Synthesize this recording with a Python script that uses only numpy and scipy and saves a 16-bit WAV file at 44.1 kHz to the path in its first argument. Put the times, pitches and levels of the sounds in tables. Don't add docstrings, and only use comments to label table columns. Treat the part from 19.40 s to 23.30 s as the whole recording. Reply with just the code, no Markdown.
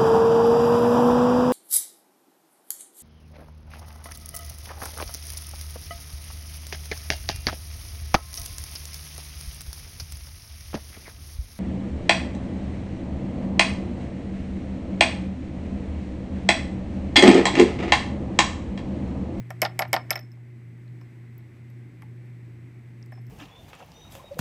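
import sys
import numpy as np
from scipy import signal
from scipy.fft import rfft, irfft, next_fast_len
from scipy.io import wavfile
from scipy.ndimage import map_coordinates

SR = 44100
rng = np.random.default_rng(int(sys.argv[2]) if len(sys.argv) > 2 else 0)


def to_wav(sig):
    pcm = np.clip(np.atleast_2d(sig), -1, 1) * 32767
    pcm = np.round(pcm).astype(np.int16)
    wavfile.write(sys.argv[1], SR, pcm.T)


def invert_db(x):
    u = np.asarray(x, float) / 20
    return 10 ** u


N = 171990
T = np.arange(SR // 4) / SR
RISE_S, HISS_TOP_HZ = .0002, 15600
RACK_DETUNE, GLASS_DETUNE = .008, .001


def unit(x):
    return x / np.sqrt(np.mean(x ** 2) + 1e-20)


def along(points, hz):
    f, v = np.transpose(points)
    return np.interp(np.log(hz + 1), np.log(f + 1), v)


def curve(rows):
    return np.interp(np.arange(N) / SR, *np.transpose(rows))


def wobble(knots_per_s):
    return map_coordinates(rng.standard_normal(N // 100), [np.arange(N) * knots_per_s / SR])


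def noise(response, size):
    m = next_fast_len(size)
    spectrum = rfft(rng.standard_normal(m)) * response(np.fft.rfftfreq(m, 1 / SR))
    return unit(irfft(spectrum, m)[:size])


def ring(modes, scatter_db, detune, climb=0):
    rows = [(*m, RISE_S)[:4] for m in modes]
    hz, db, t60, rise = np.transpose(rows)[:, :, None]
    z = rng.standard_normal((2, len(modes), 1))
    level = invert_db(db + scatter_db * z[0] - 60 * T / t60) * (1 - np.exp(-T / rise))
    phase = 2 * np.pi * hz * (1 + detune * z[1]) * (T + climb * T ** 3)
    return (level * np.sin(phase)).sum(0)


def burst(spectrum):
    puff = noise(lambda hz: invert_db(along(spectrum, hz)), len(T))
    fizz = noise(lambda hz: invert_db(along(spectrum, hz)) * (hz < HISS_TOP_HZ), len(T))
    puff_t60_s, fizz_t60_s, fizz_db = .008, .085, -25
    both = puff * invert_db(-60 * T / puff_t60_s) + fizz * invert_db(fizz_db - 60 * T / fizz_t60_s)
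    return both * (1 - np.exp(-T / RISE_S))


def flutter():
    depth_db, knots_per_s = 3.5, 130
    return invert_db(depth_db * map_coordinates(rng.standard_normal(len(T) // 100), [T * knots_per_s]))


# f/Hz, T60/s
LAB_DECAY = [(300, 0.29), (2000, 0.28), (6000, 0.11), (15000, 0.058), (15900, .05), (16200, .006)]


def add(track, s, sound):
    hz, t, z = signal.stft(rng.standard_normal(len(T)), SR, nperseg=256)
    decay = invert_db(-60 * t / along(LAB_DECAY, hz)[:, None])
    tail = signal.istft(z * decay, SR, nperseg=256)[1][:len(T)]
    delayed = np.pad(sound, (200, 0))
    wet = signal.fftconvolve(delayed, tail / np.linalg.norm(tail))[:len(T)]
    track[round(s * SR):][:len(T)] += sound + invert_db(-21.5) * wet


# t/s, crack level/dB, 5 kHz ring/dB, 11 kHz ring/dB, 14 kHz ring/dB
CLINKS = [(0.1042, -32.5, -44, -52.5, -72), (0.218, -10, -18.5, -25, -47), (0.2484, -60.5, -31, -74, -54),
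          (0.3914, -14.5, -30, -25.5, -53), (.3965, -45, -36, -60.5, -50), (.4780, -70, -55, -83, -65),
          (0.5302, -9.5, -19.5, -31, -54), (0.698, -61, -50.5, -73, -70), (.5398, -22, -29, -60, -60),
          (0.7059, -13.5, -18, -28, -37), (.7120, -44, -34, -59, -51), (0.756, -37.5, -35, -63, -44.5),
          (0.792, -51, -38, -78, -58), (.9175, -61, -53, -87, -68.5), (1.613, -62.5, -62.5, -89.5, -81),
          (1.9808, -66, -77, -60, -84.5), (2.3010, -57, -77, -70, -84), (2.6208, -54, -88, -60, -86.5),
          (3.6605, -53.5, -88, -81, -82), (3.7196, -60, -75.5, -69, -77), (3.7255, -75, -66, -85, -73),
          (3.867, -58, -57.5, -78, -70)]
# f/Hz, level/dB
CRACK = [(600, -34), (2000, -30.5), (5300, 8), (6800, -2.5), (7900, 1), (10000, -5), (13500, 2),
         (16500, -13.5)]
# f/Hz, level/dB, T60/s
GLASS_5K = [(5290, 0, .018), (5262, -22, .12), (5305, -24, .1), (5650, -8, .012)]
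GLASS_11K = [(11485, 0, 0.062), (11560, -30, 0.15)]
GLASS_14K = [(13880, 0, .07), (14680, -2, .045), (13100, -10, .06)]


def clinks(track):
    groups = [(GLASS_5K, 0), (GLASS_11K, 3.8), (GLASS_14K, 0)]  # modes, climb/s^-2
    for s, crack_db, *ring_db in CLINKS:
        sound = invert_db(crack_db) * burst(CRACK)
        for db, (modes, climb) in zip(ring_db, groups):
            sound = sound + invert_db(db) * flutter() * ring(modes, 0.98, GLASS_DETUNE, climb)
        add(track, s, sound)


# t/s, level/dB, f/Hz, T60/s, beat/Hz
SLIDES = [(.258, -46, 5250, .15, 44), (.556, -46, 5250, .24, 34), (.7075, -37, 5290, .09, 12),
          (.7565, -28, 5300, .052, 6), (.7915, -52, 5255, .19, 50), (1.614, -64, 5280, .1, 20),
          (2.631, -58, 855, .13, 9), (3.7255, -55, 5275, .1, 70), (3.752, -64, 5255, .3, 30),
          (3.722, -73, 11540, .1, 30), (3.812, -72, 11560, .2, 24), (.9185, -62, 5290, .07, 10)]


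def slides(track):
    rise_s = .0015
    for s, db, hz, t60, beat_hz in SLIDES:
        pair = [(hz, 0, t60, rise_s), (hz + beat_hz, -5, t60, rise_s)]
        add(track, s, invert_db(db) * flutter() * ring(pair, 0, 0))


# t/s, base/dB, posts/dB, shelf/dB, edge/dB
RATTLES = [(.1050, -34.5, -32.5, -36, -56.5), (.2192, -26, -23, -16, -36), (.2240, -24, -24.5, -27.5, -42),
           (.2297, -20.5, -25, -27.5, -23), (.2431, -26.5, -35.5, -42.5, -36.5),
           (.2493, -37.5, -42, -34, -32), (.2517, -24.5, -23.5, -28.5, -17.5),
           (.2579, -32.5, -33, -40.5, -29), (.2624, -31, -41, -35.5, -28), (.3922, -21.5, -24, -19.5, -36),
           (.3965, -30, -32, -39.5, -33.5), (.4075, -22, -40, -46, -56), (.4176, -39, -36.5, -40.5, -33),
           (.4211, -28, -24, -25, -20.5), (.4280, -34, -32.5, -40, -34.5),
           (.4515, -35.5, -37.5, -41.5, -41.5), (.5309, -19.5, -22.5, -17.5, -37.5),
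           (0.5398, -16, -19.5, -21.5, -18), (.5520, -31.5, -33, -30.5, -36.5),
           (.5642, -22, -24.5, -25, -21.5), (.5751, -28.5, -38, -41.5, -46), (.5945, -47, -48, -56, -60),
           (.6970, -48, -43, -46.5, -72), (.7065, -38, -30, -19, -37), (.7110, -25, -25, -46, -28.5),
           (.7280, -48, -50, -42.5, -28.5), (.7325, -36.5, -36, -46, -29.5), (.7565, -32, -33, -28, -53),
           (.7700, -39.5, -38, -54, -59), (.7765, -47, -47, -42, -36.5), (.7910, -47, -48, -43.5, -45)]
# t/s, base/dB, posts/dB, shelf/dB, edge/dB
BRUSHES = [
    (.9730, -59.5, -74.5, -75.5, -79.5),
    (1.6125, -56.5, -52.5, -54, -55.5),
    (2.6220, -65, -50, -48.5, -77.5),
    (3.722, -44.5, -61, -50.5, -79.5),
    (3.7760, -51, -66, -66, -75),
]
# f/Hz, level/dB, T60/s, rise/s
BASE = [(530, -15, 0.04, 0.0019), (617, 0.5, 0.043, 0.0034), (665.4, -1.5, 0.059, 0.0034),
        (740.3, -5, 0.086, 0.0069), (770, 1, 0.045, 0.0013), (805, -7, 0.044, 0.0039),
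        (913, 1, 0.031, 0.0021), (1010, -1, 0.026, 0.0011), (1204, -12.5, 0.084, 0.006)]
POSTS = [(1393, -5, 0.041, 0.0034), (1600, -12, 0.035, 0.00074), (1767, -1.5, 0.018, 0.0016),
         (1829, -2.5, 0.027, 0.00078)]
SHELF = [(2008, 0.5, 0.025, 0.0029), (2192, 7.5, 0.015, 0.0018), (2555, -14, 0.046, .002),
         (2944, -8, 0.016, 0.00031), (3160, -15, 0.029, 0.00074)]
# f/Hz, level/dB
EDGE = [(1200, -22), (2500, -2), (3600, 0), (5200, -3), (6800, -22), (10000, -26), (15700, -42),
        (16100, -90)]


def rack(track):
    for s, base_db, posts_db, shelf_db, edge_db in RATTLES + BRUSHES:
        sound = invert_db(base_db + 1.5) * ring(BASE, 2, RACK_DETUNE)
        sound += invert_db(posts_db + 5) * ring(POSTS, 2, RACK_DETUNE)
        sound += invert_db(shelf_db + 5) * ring(SHELF, 2, RACK_DETUNE)
        add(track, s, sound + invert_db(edge_db) * burst(EDGE))


# t/s, level/dB, f/Hz
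SLAPS = [
    (.2235, -12, 616),
    (.2520, -21, 834),
    (.4085, -26, 655),
    (.4215, -19.5, 797),
    (.5325, -19, 695),
    (.5650, -25.5, 753),
    (.7125, -28, 630),
]


def slaps(track):
    t60_s, rise_s = .035, .00096
    for s, db, hz in SLAPS:
        add(track, s, invert_db(db) * ring([(hz, 0, t60_s, rise_s)], 0, 0))


# t/s, level/dB
THUDS = [
    (.222, -28),
    (0.392, -41),
    (.536, -29.5),
    (.709, -42),
]
# f/Hz, level/dB, T60/s, rise/s
BENCH = [(218, 0, .07, 0.006), (337, 4.5, 0.067, 0.0058), (430, -6, .05, 0.004)]


def thuds(track):
    for s, db in THUDS:
        add(track, s, invert_db(db) * ring(BENCH, 1, RACK_DETUNE))


# t/s, level/dB, f/Hz
DROPS = [
    (1.479, -58, 4260),
    (1.980, -36.5, 15020),
    (2.007, -61.5, 3970),
    (2.622, -48, 9500),
    (2.621, -50, 1140),
    (2.632, -54, 864),
    (1.615, -54, 1104),
    (3.627, -44, 5420),
    (3.7205, -51, 9400),
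    (3.723, -42.5, 1820),
]


def drops(track):
    for s, db, hz in DROPS:
        t60 = 50 / hz
        add(track, s, invert_db(db) * ring([(hz, 0, t60), (0.935 * hz, -4, t60)], 1, GLASS_DETUNE))


def contacts():
    track = np.zeros(N + SR)
    for source in (clinks, slides, rack, slaps, thuds, drops):
        source(track)
    return signal.sosfilt(signal.butter(2, 150, "high", fs=SR, output="sos"), track[:N])


# t/s, level/dB
HUM = [(0.0, -30), (0.03, -40), (0.38, -38.5), (0.42, -43.5), (0.5, -36.5), (0.57, -41.5), (1.4, -43.5),
       (1.5, -39), (1.75, -46), (1.77, -44.5), (2.01, -43), (2.1, -48), (2.38, -40.5), (2.53, -47.5),
       (2.77, -40.5), (3.5, -44.5), (3.87, -39.5), (3.9, -39)]


def hum():
    wander_rad = .45 * wobble(5.7)
    phase = 2 * np.pi * 120 * np.arange(N) / SR + wander_rad
    return np.sqrt(2) * invert_db(curve(HUM) + 0.17 * wobble(8.5)) * np.sin(phase)


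# f/Hz, width/Hz, level/dB
DRONES = [(90, 4.4, -61), (169.8, 2.2, -59), (228.2, 14, -60), (360, 2.4, -67), (2030, 270, -69)]
# f/Hz, level/dB per Hz
RUMBLE = [(13, -62), (22, -41.5), (64, -13.5), (89, -23), (119, -3), (173, -12), (355, -11), (600, -45.5),
          (780, -59.5), (1320, -120)]
# f/Hz, level/dB per Hz
AIR = [(350, 6.5), (550, 2), (1300, -5), (1750, 0), (2300, 0.5), (3000, -10.5), (5000, -17), (16000, -26)]
# t/s, level/dB
GAIN = [(0, 1.5), (.6, 3.5), (.75, 1.5), (.9, -2.5), (1.1, -2.5), (1.4, -0.5), (3.9, -0.5)]


def ventilation():
    room = invert_db(-82.5) * np.sin(2 * np.pi * 7870 * np.arange(N) / SR)
    for hz, width_hz, db in DRONES:
        room += invert_db(db) * noise(lambda f: 1 / (1 + ((f - hz) / width_hz * 2) ** 2), N)
    room += invert_db(-53 + 0.43 * wobble(9)) * noise(lambda f: invert_db(along(RUMBLE, f)), N)
    air = noise(lambda f: invert_db(along(AIR, f)) * (f > 300) * (f < HISS_TOP_HZ), N)
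    room += invert_db(-62 + 0.42 * wobble(22)) * air
    return invert_db(curve(GAIN)) * room


def scene():
    return (contacts() + hum() + ventilation())[None]


def roll_off(x):
    return signal.sosfilt(signal.butter(12, 17150, fs=SR, output="sos"), x)


def record(dry):
    limit = .5
    limited = limit * np.tanh(dry / limit)
    mix = signal.sosfilt(signal.butter(10, 16500, fs=SR, output="sos"), limited)
    return roll_off(mix)


dry = scene()
out = record(dry)
to_wav(out)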